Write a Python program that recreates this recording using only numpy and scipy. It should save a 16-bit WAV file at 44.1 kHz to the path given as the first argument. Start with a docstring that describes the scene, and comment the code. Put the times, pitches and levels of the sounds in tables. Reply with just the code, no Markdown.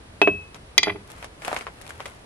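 """A sledge hammer set down on an anvil, on a stump outside a shed, heard close on a stereo pair.
The head lands on an edge with two ringing clinks, scrapes briefly, tips flat with a sharp clack and
rattles to rest as the handle drops: each contact knocks the wood, clacks the faces and rings the steel.
Then shoes shift on gritty ground, a little left of centre.
The shed and a far wall answer dully; faint outdoor rumble and hiss lie underneath."""
import sys
import numpy as np
from scipy import signal
from scipy.fft import rfft, irfft, next_fast_len
from scipy.io import wavfile

SR = 44100
rng = np.random.default_rng(int(sys.argv[2]) if len(sys.argv) > 2 else 0)


def wav_record(signal):
    """Record a signal, one row per channel, as 16-bit PCM in the file named by sys.argv[1]."""
    frames = np.transpose(np.atleast_2d(signal))
    bounded = np.clip(frames, -1, 1)
    # unit amplitude maps onto the largest positive 16-bit level
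    quanta = np.round(bounded * 32767).astype(np.int16)
    wavfile.write(sys.argv[1], SR, quanta)


N = 99225
SIZE = 16384  # samples in a filter or response
TIME = np.arange(N) / SR
HZ = np.maximum(np.arange(SIZE // 2 + 1) * SR / SIZE, 1)

# Head and handle meeting the anvil: start_s, knock_db, clack_db, ring_db, ring_cutoff_hz,
# chatter_s, clack_decay_factor
CONTACTS = [(0.2156, 1, -8.5, 2, 2922, 0.000614, 0.57), (0.2736, 0, -22, -2, 1984, 0.00084, 1.22),
            (0.5453, -42, -28.5, -50.5, 15000, 0.00096, 0.13),
            (.7793, -18, 1.5, -34.5, 9700, 0.00029, 0.866), (0.8309, -14, -7.5, -28, 5630, 0.00084, 1.293),
            (0.8704, -7, -28.5, -39.5, 1294, 0.00266, 1.12),
            (.860, -24.5, -22.5, -45.5, 2600, 0.00163, 1.55),
            (.880, -13, -17.5, -38.5, 2324, 0.00166, 1.38), (.896, -29.5, -9, -44.5, 1864, 0.003, 0.846),
            (.902, -18, -12, -47, 1936, 0.0017, 0.563), (.922, -31.5, -27, -53, 2010, .002, 0.63),
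            (0.948, -20, -29.5, -55, 487, 0.00156, 1), (.958, -24.5, -35.5, -45.5, 1820, 0.00183, 1.13)]
# Handle, anvil body and stump: pitch_hz, level_db, t60_s, pan_db (left minus right)
WOOD_MODES = [(85.73, -39, 0.356, -2), (301.3, -17, 0.0796, -3), (366.7, -18.5, 0.05, 1),
              (396.8, -9.5, 0.0613, -2.5), (439.4, -19, 0.0508, 1), (613.9, -27, 0.083, -8),
              (705.5, -17, 0.039, -4.5), (769.5, -20, 0.048, -5), (874, -24.5, 0.0615, -4),
              (1037.7, -28.5, 0.08, -2.5), (1437.5, -23, 0.0745, 1.5), (1563.7, -26, 0.066, -1),
              (2314, -19, 0.0475, -4.5)]
# Steel faces pressed together, heavily damped: pitch_hz, level_db, base_t60_s, pan_db
CLACK_MODES = [(1881.8, -16.5, .05, -5.5), (1980.6, -12, 0.0554, 1), (2079, -11.5, 0.061, -5.5),
               (2383.4, -12.5, 0.0682, -7), (2982, -23.5, .055, 3), (3116, -11, 0.039, -1),
               (3356, -9.5, 0.0457, 2), (3475, -13, .042, -1.5), (3977, -16, 0.06084, -3.5),
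               (4586, -10, 0.043, -1.5), (4770, -17, 0.093, 3), (5830, -23.5, 0.04, -2.5),
               (6104, -23, .042, 1.5), (6290, -26, 0.057, 1.5)]
# Steel ringing freely, and its thin top overtones: pitch_hz, level_db, t60_s, pan_db
RING_MODES = [(2581.1, -10, 0.3323, -1), (3172, -37.5, 0.334, -3.5), (3703, -30.5, 0.12, -4.5),
              (5730, -26.5, .09, 2), (6940, -25, .1, 5), (8800, -41, 0.082, 7.5)]
SHIMMER_MODES = [(10490, -54, 0.59, 8.5), (11110, -46.5, 0.377, -2.5)]
# Two firm contacts that set off those overtones: start_s, level_db
SHIMMERS = [(0.215, -2), (0.8291, 1)]
# Quickly dying noise of the knock, the clack and the treble burst: frequency_hz, gain_db
KNOCK_SPECTRUM = [(60, -2.5), (150, 12), (260, 25), (400, 29), (520, 19), (720, 23.5), (1100, 13.5),
                  (1500, 17.5), (1950, 10.5), (2800, 18), (4000, 7.5), (8000, 14.5), (11500, 7.5),
                  (14000, -42)]
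CLACK_SPECTRUM = [(80, -5.5), (350, 9.5), (900, 17.5), (1500, 17), (2100, 21), (3500, 20), (5800, 17),
                  (8300, 6.5), (11000, 10.5), (13500, -13.5)]
TREBLE_BURST_SPECTRUM = [(300, 3.5), (2000, 10), (4000, 20.5), (6300, 20.5), (8500, 2), (11000, 6),
                         (14500, 12), (17000, -1.5)]


def hammer():
    """Close to the microphones, each contact drives wood, pressed faces and free steel in its own mix."""
    wood = ringing(WOOD_MODES, attack_s=0.00084)
    wood += crack(KNOCK_SPECTRUM, t60_s=0.0577, direct_db=-0.5, scatter_db=-2)
    face_crack = crack(CLACK_SPECTRUM, t60_s=0.041, direct_db=-6, scatter_db=-4.5)
    ring = ringing(RING_MODES, attack_s=0.00058, size=SR // 2)
    shimmer = ringing(SHIMMER_MODES, attack_s=0.00058, size=SR // 2)
    wood_lag_s = 0.0008  # the wood gives a moment after the steel is touched
    out = np.zeros((2, N))
    for start_s, knock_db, clack_db, ring_db, ring_cutoff_hz, chatter_s, decay_factor in CONTACTS:
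        blunt_hz = 1.273 * ring_cutoff_hz  # knock and clack are cut higher, but steeply
        faces = face_crack + ringing(CLACK_MODES, attack_s=0.00017, decay_factor=decay_factor)
        add(out, start_s + wood_lag_s, play(push(knock_db, blunt_hz, chatter_s, order=4), wood))
        add(out, start_s, play(push(clack_db, blunt_hz, order=4), faces))
        add(out, start_s, play(push(ring_db, ring_cutoff_hz), ring))
    for start_s, level_db in SHIMMERS:
        add(out, start_s, from_db(level_db) * shimmer)
    # A very short, bright burst of treble on the loudest clack, like overload crackle.
    treble_burst = crack(TREBLE_BURST_SPECTRUM, t60_s=0.0138, direct_db=-5, scatter_db=-3)
    add(out, start_s=0.7797, sound=treble_burst)
    return out


# Stones pressed underfoot: start_s, level_db, cutoff_hz, pitch_hz, tone_db
STONES = [(1.102, -21, 8820, 1200, -26), (1.227, -12.5, 4000, 2370, -23.5), (1.244, -12.5, 7600, 1150, -22),
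          (1.421, -17, 6940, 2216, -14.5), (1.449, -9, 9910, 2535, -12), (1.475, -10, 6000, 817, -25.5),
          (1.4806, -1.5, 2170, 743, -16), (1.516, -6.5, 2400, 787, -16.5), (1.529, 2, 1580, 794, -27.5),
          (1.5646, -1.5, 4580, 2120, -18.5), (1.61, -12, 4870, 2223, -13.5), (1.668, -7, 2700, 1120, -19.5),
          (1.674, -13, 2630, 1074, -18.5), (1.814, -21, 12100, 1690, -18), (1.866, -23, 8000, 2380, -9.5),
          (1.893, -16.5, 12300, 2730, -20), (1.906, -15, 3000, 1544, -13.5),
          (1.999, -17.5, 2500, 1033, -13), (2.0044, -9, 3540, 1033, -17), (2.057, -10.5, 6370, 1970, -16.5),
          (2.061, -13, 5200, 2090, -18.5)]
# Colour of their clicks: frequency_hz, gain_db
STONE_SPECTRUM = [(130, -14), (300, 5.5), (600, 15), (1050, 12), (1600, 10), (2300, 9.5), (4000, 2),
                  (7000, 2), (11000, 6), (15000, -38.5)]


def stones():
    """Small stones click under the shoes beside the stump, each with its own pitch and spray of grit."""
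    direct_db, spray_db, ring_cycles = -6, -1.5, 19
    clicks, tones, t = np.zeros((2, N)), np.zeros((2, N)), TIME[:SR // 10]
    direct = from_db(direct_db) * signal.unit_impulse(len(t))
    for start_s, level_db, cutoff_hz, pitch_hz, tone_db in STONES:
        force = push(level_db, cutoff_hz)
        spray = widen(rng.standard_normal((2, len(t)))) * decay(t, t60_s=0.0982)
        spray *= from_db(spray_db) / np.linalg.norm(spray[0])
        tone = from_db(tone_db) * np.cos(2 * np.pi * pitch_hz * t) * decay(t, ring_cycles / pitch_hz)
        add(clicks, start_s, play(force, direct + spray))
        add(tones, start_s, play(force, tone))
    return tones + colour(clicks, STONE_SPECTRUM)


# The head sliding on the anvil, then soles on the ground: peak_s, rise_s, fall_s, level_db
SLIDES = [(0.556, 0.0071, 0.0121, -44.5), (1.105, 0.0175, 0.0332, -48.5), (1.233, 0.0553, 0.0116, -45.5),
          (1.455, 0.0266, 0.047, -40.5), (1.55, 0.044, 0.0658, -39), (1.89, 0.1047, 0.043, -49.5),
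          (2.059, 0.0805, 0.0778, -47.5)]


def slide_pressure():
    """The pressure of each slide swells and fades."""
    pressure = np.zeros(N)
    for peak_s, rise_s, fall_s, level_db in SLIDES:
        from_peak = np.maximum((peak_s - TIME) / rise_s, (TIME - peak_s) / fall_s)
        pressure += from_db(level_db) * np.exp(-from_peak ** 2 / 2)
    return pressure


# Colour of the rubbing grains: frequency_hz, gain_db
GRIT_SPECTRUM = [(150, -10.5), (450, -1), (750, 3.5), (1200, 4.5), (2400, 0), (4500, -11.5), (8000, -13.5),
                 (11000, -10), (15000, -34.5)]


def scuffs():
    """The head scrapes briefly on the anvil before tipping flat; later, soles scuff the grit."""
    grains_per_s, spread_db = 4000, 3.5
    sizes = from_db(spread_db * np.minimum(rng.exponential(1, (2, N)), 5))
    signs = rng.choice([-1, 1], (2, N))
    hits = rng.random((2, N)) < grains_per_s / SR
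    grit = colour(widen(sizes * signs * hits), GRIT_SPECTRUM)
    return slide_pressure() * grit / grit.std()


# The grains that snap loudest: start_s, relative_db
LOUD_SNAPS = [(1.077, -22), (1.103, -19), (1.108, -21), (1.118, -12.5), (1.164, -23), (1.2455, -14),
              (1.454, -9.5), (1.471, -18.5), (1.4785, -15.5), (1.4806, -4), (1.5295, -6.5), (1.5455, -8.5),
              (1.5725, -11), (1.5885, -11), (1.815, -15), (1.82, -14), (1.866, -16.5), (1.878, -13.5),
              (1.893, -14.5), (1.898, -15.5), (1.9065, -12), (2.003, -16.5), (2.061, -10), (2.099, -18.5)]
# Colour of a breaking grain: frequency_hz, gain_db
SNAP_SPECTRUM = [(500, -11.5), (2000, -2.5), (3500, 0), (6500, -6), (9000, -1), (11300, -2.5),
                 (15000, -22.5)]


def grit_snaps():
    """Single grains break with bright ticks: some loud, and faint random ones that follow the pressure."""
    faint_per_s, faint_db, spread_db, pressure_share, trim_db = 120, -4.5, 3, 0.5056, -2
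    shuffling = (TIME > 0.89) & (TIME < 2.4)
    breaks = (rng.random(N) < faint_per_s / SR) & shuffling
    pressure_db = 20 * np.log10(slide_pressure() + 1e-9)
    levels_db = faint_db + pressure_share * pressure_db + spread_db * rng.standard_normal(N)
    faint_snaps = list(zip(TIME[breaks], levels_db[breaks]))
    out, t = np.zeros((2, N)), TIME[:SR // 100]
    for start_s, relative_db in list(LOUD_SNAPS) + faint_snaps:
        tick = rng.standard_normal((2, len(t))) * decay(t, t60_s=0.0051)
        add(out, start_s, from_db(relative_db + trim_db) * unit_energy(tick))
    return colour(out, SNAP_SPECTRUM)


# The shed's dull answer: frequency_hz, gain_db
SHED_SPECTRUM = [(40, -16), (90, 7.5), (170, 5), (260, -11.5), (400, -19.5), (600, -20.5), (1500, -21),
                 (3000, -21), (6000, -23), (14000, -41.5)]


def shed(sound):
    """The open shed behind the anvil answers late and mostly in the bass."""
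    tail = delayed(scatter(t60_s=0.346), delay_s=0.014)
    return play(sound.mean(axis=0), colour(tail, SHED_SPECTRUM))


def wall_echo(sound, cutoff_hz=452, level_db=-33.5):
    """One late, dull reflection reaches the microphones from across the yard."""
    dull = signal.sosfilt(signal.butter(2, cutoff_hz, fs=SR, output="sos"), sound + 1e-18)
    return from_db(level_db) * delayed(dull, delay_s=0.11)


# Outdoor ambience: frequency_hz, gain_db
AIR_SPECTRUM = [(12, -19), (25, -13.5), (55, -2.5), (85, -5), (115, -6.5), (170, -11), (240, -13),
                (500, -14.5), (1000, -18.5), (2200, -23), (4000, -27.5), (7000, -35), (9500, -27),
                (11300, -38), (13000, -59.5)]


def air(level_db=-46.5):
    """Steady rumble and hiss all around the microphones."""
    noise = colour(widen(rng.standard_normal((2, N))), AIR_SPECTRUM)
    return from_db(level_db) * noise / noise.std()


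# Likeness of diffuse sound at the two microphones: frequency_hz, correlation
MIC_CORRELATION = [(30, 1), (120, 0.9625), (300, 0.715), (600, 0.2), (1500, -0.222), (3000, -0.473),
                   (6000, -0.1), (8500, -0.78), (12000, -0.687)]


def widen(pair):
    """Two unrelated signals become left and right: alike in the bass, partly opposed in the treble."""
    size = next_fast_len(pair.shape[1], True)
    mid, side = rfft(pair, size)
    alike = np.interp(np.arange(len(mid)) * SR / size, HZ, on_grid(MIC_CORRELATION))
    spectra = np.sqrt((1 + alike) / 2) * mid + np.sqrt((1 - alike) / 2) * side * [[1], [-1]]
    return irfft(spectra, size)[:, :pair.shape[1]]


def push(level_db, cutoff_hz, chatter_s=0, order=2):
    """The force of one contact: a push, rounded if soft, and perhaps a few milliseconds of chatter."""
    t = TIME[:SR // 25]
    force = signal.unit_impulse(len(t))
    if chatter_s:
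        first_push_db, chatter_db = -0.5, -7.5
        chatter = rng.standard_normal(len(t)) * t * np.exp(-t / chatter_s)
        force = from_db(first_push_db) * force + from_db(chatter_db) * chatter / np.linalg.norm(chatter)
    return from_db(level_db) * signal.lfilter(*signal.butter(order, cutoff_hz, fs=SR), force + 1e-18)


def ringing(modes, attack_s, decay_factor=1, size=SIZE):
    """A struck body's modes: decaying sines of alternating sign, each leaning to one microphone."""
    t = TIME[:size]
    pitch_hz, level_db, t60_s, pan_db = np.transpose(modes)
    waves = np.sin(2 * np.pi * np.outer(pitch_hz, t)) * decay(t, decay_factor * t60_s[:, None])
    gains = (-1) ** np.arange(len(modes)) * from_db(level_db) * pan(pan_db)
    return gains @ waves * (1 - np.exp(-t / attack_s))


def crack(spectrum, t60_s, direct_db, scatter_db):
    """A sharp first wave followed by quickly dying scatter."""
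    direct = from_db(direct_db) * signal.unit_impulse(SIZE)
    return colour(direct + from_db(scatter_db) * scatter(t60_s), spectrum)[:, :SIZE]


def scatter(t60_s, treble_hz=5791, treble_decay_factor=0.551):
    """Stereo noise that dies away, the treble first."""
    noise, t = widen(rng.standard_normal((2, SIZE))), TIME[:SIZE]
    low = signal.lfilter(*signal.butter(2, treble_hz, "low", fs=SR), noise)
    high = signal.lfilter(*signal.butter(2, treble_hz, "high", fs=SR), noise)
    return unit_energy(low * decay(t, t60_s) - high * decay(t, t60_s * treble_decay_factor))


def colour(sound, spectrum):
    """Minimum-phase filter with the given response."""
    cepstrum = irfft(np.log(from_db(on_grid(spectrum))))
    cepstrum[1:SIZE // 2] *= 2
    cepstrum[SIZE // 2 + 1:] = 0
    response = irfft(np.exp(rfft(cepstrum)))
    return play(sound, response[:SIZE // 4])


def on_grid(points):
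    """Join points by lines on a log frequency axis."""
    hz, value = np.transpose(points)
    return np.interp(np.log(HZ), np.log(hz), value)


def play(force, response):
    """A force drives a response; one of them may be stereo."""
    return signal.oaconvolve(np.atleast_2d(force), np.atleast_2d(response), axes=1)[:, :N]


def add(out, start_s, sound):
    """Mix a sound into out at start_s."""
    part = out[:, int(start_s * SR):][:, :sound.shape[-1]]
    part += sound[..., :part.shape[1]]


def delayed(sound, delay_s):
    """The same stereo sound, arriving later."""
    return np.pad(sound, ((0, 0), (int(delay_s * SR), 0)))[:, :N]


def decay(t, t60_s):
    """A fall of 60 dB every t60_s."""
    return np.exp(-np.log(1000) * t / t60_s)


def unit_energy(pair):
    """Scale to an average energy of one per channel."""
    return pair / np.sqrt(np.sum(pair ** 2) / 2)


def pan(pan_db):
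    """Two gains, the left pan_db above the right."""
    return from_db(pan_db * np.array([[.5], [-.5]]))


def from_db(db):
    """Decibels to gain."""
    return 10 ** (np.asarray(db) / 20)


def scene():
    """Hammer and feet in front of the shed, reaching the left microphone a little earlier."""
    right_lag_s, crunch_to_shed_db = 0.00008, -3.5
    blows = hammer()
    crunch = (stones() + scuffs() + grit_snaps()) * pan(pan_db=1.5)
    left, right = blows + crunch
    near = np.array([left, np.interp(TIME - right_lag_s, TIME, right)])
    return near + shed(blows + from_db(crunch_to_shed_db) * crunch) + wall_echo(blows) + air()


def record(dry):
    """The recorder clips peaks above full scale and cuts the very top."""
    stopband_hz = 17050
    lowpass = signal.cheby2(12, 70, stopband_hz, fs=SR, output="sos")
    return signal.sosfilt(lowpass, np.clip(dry, -1, 1))


dry = scene()
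out = record(dry)
wav_record(out)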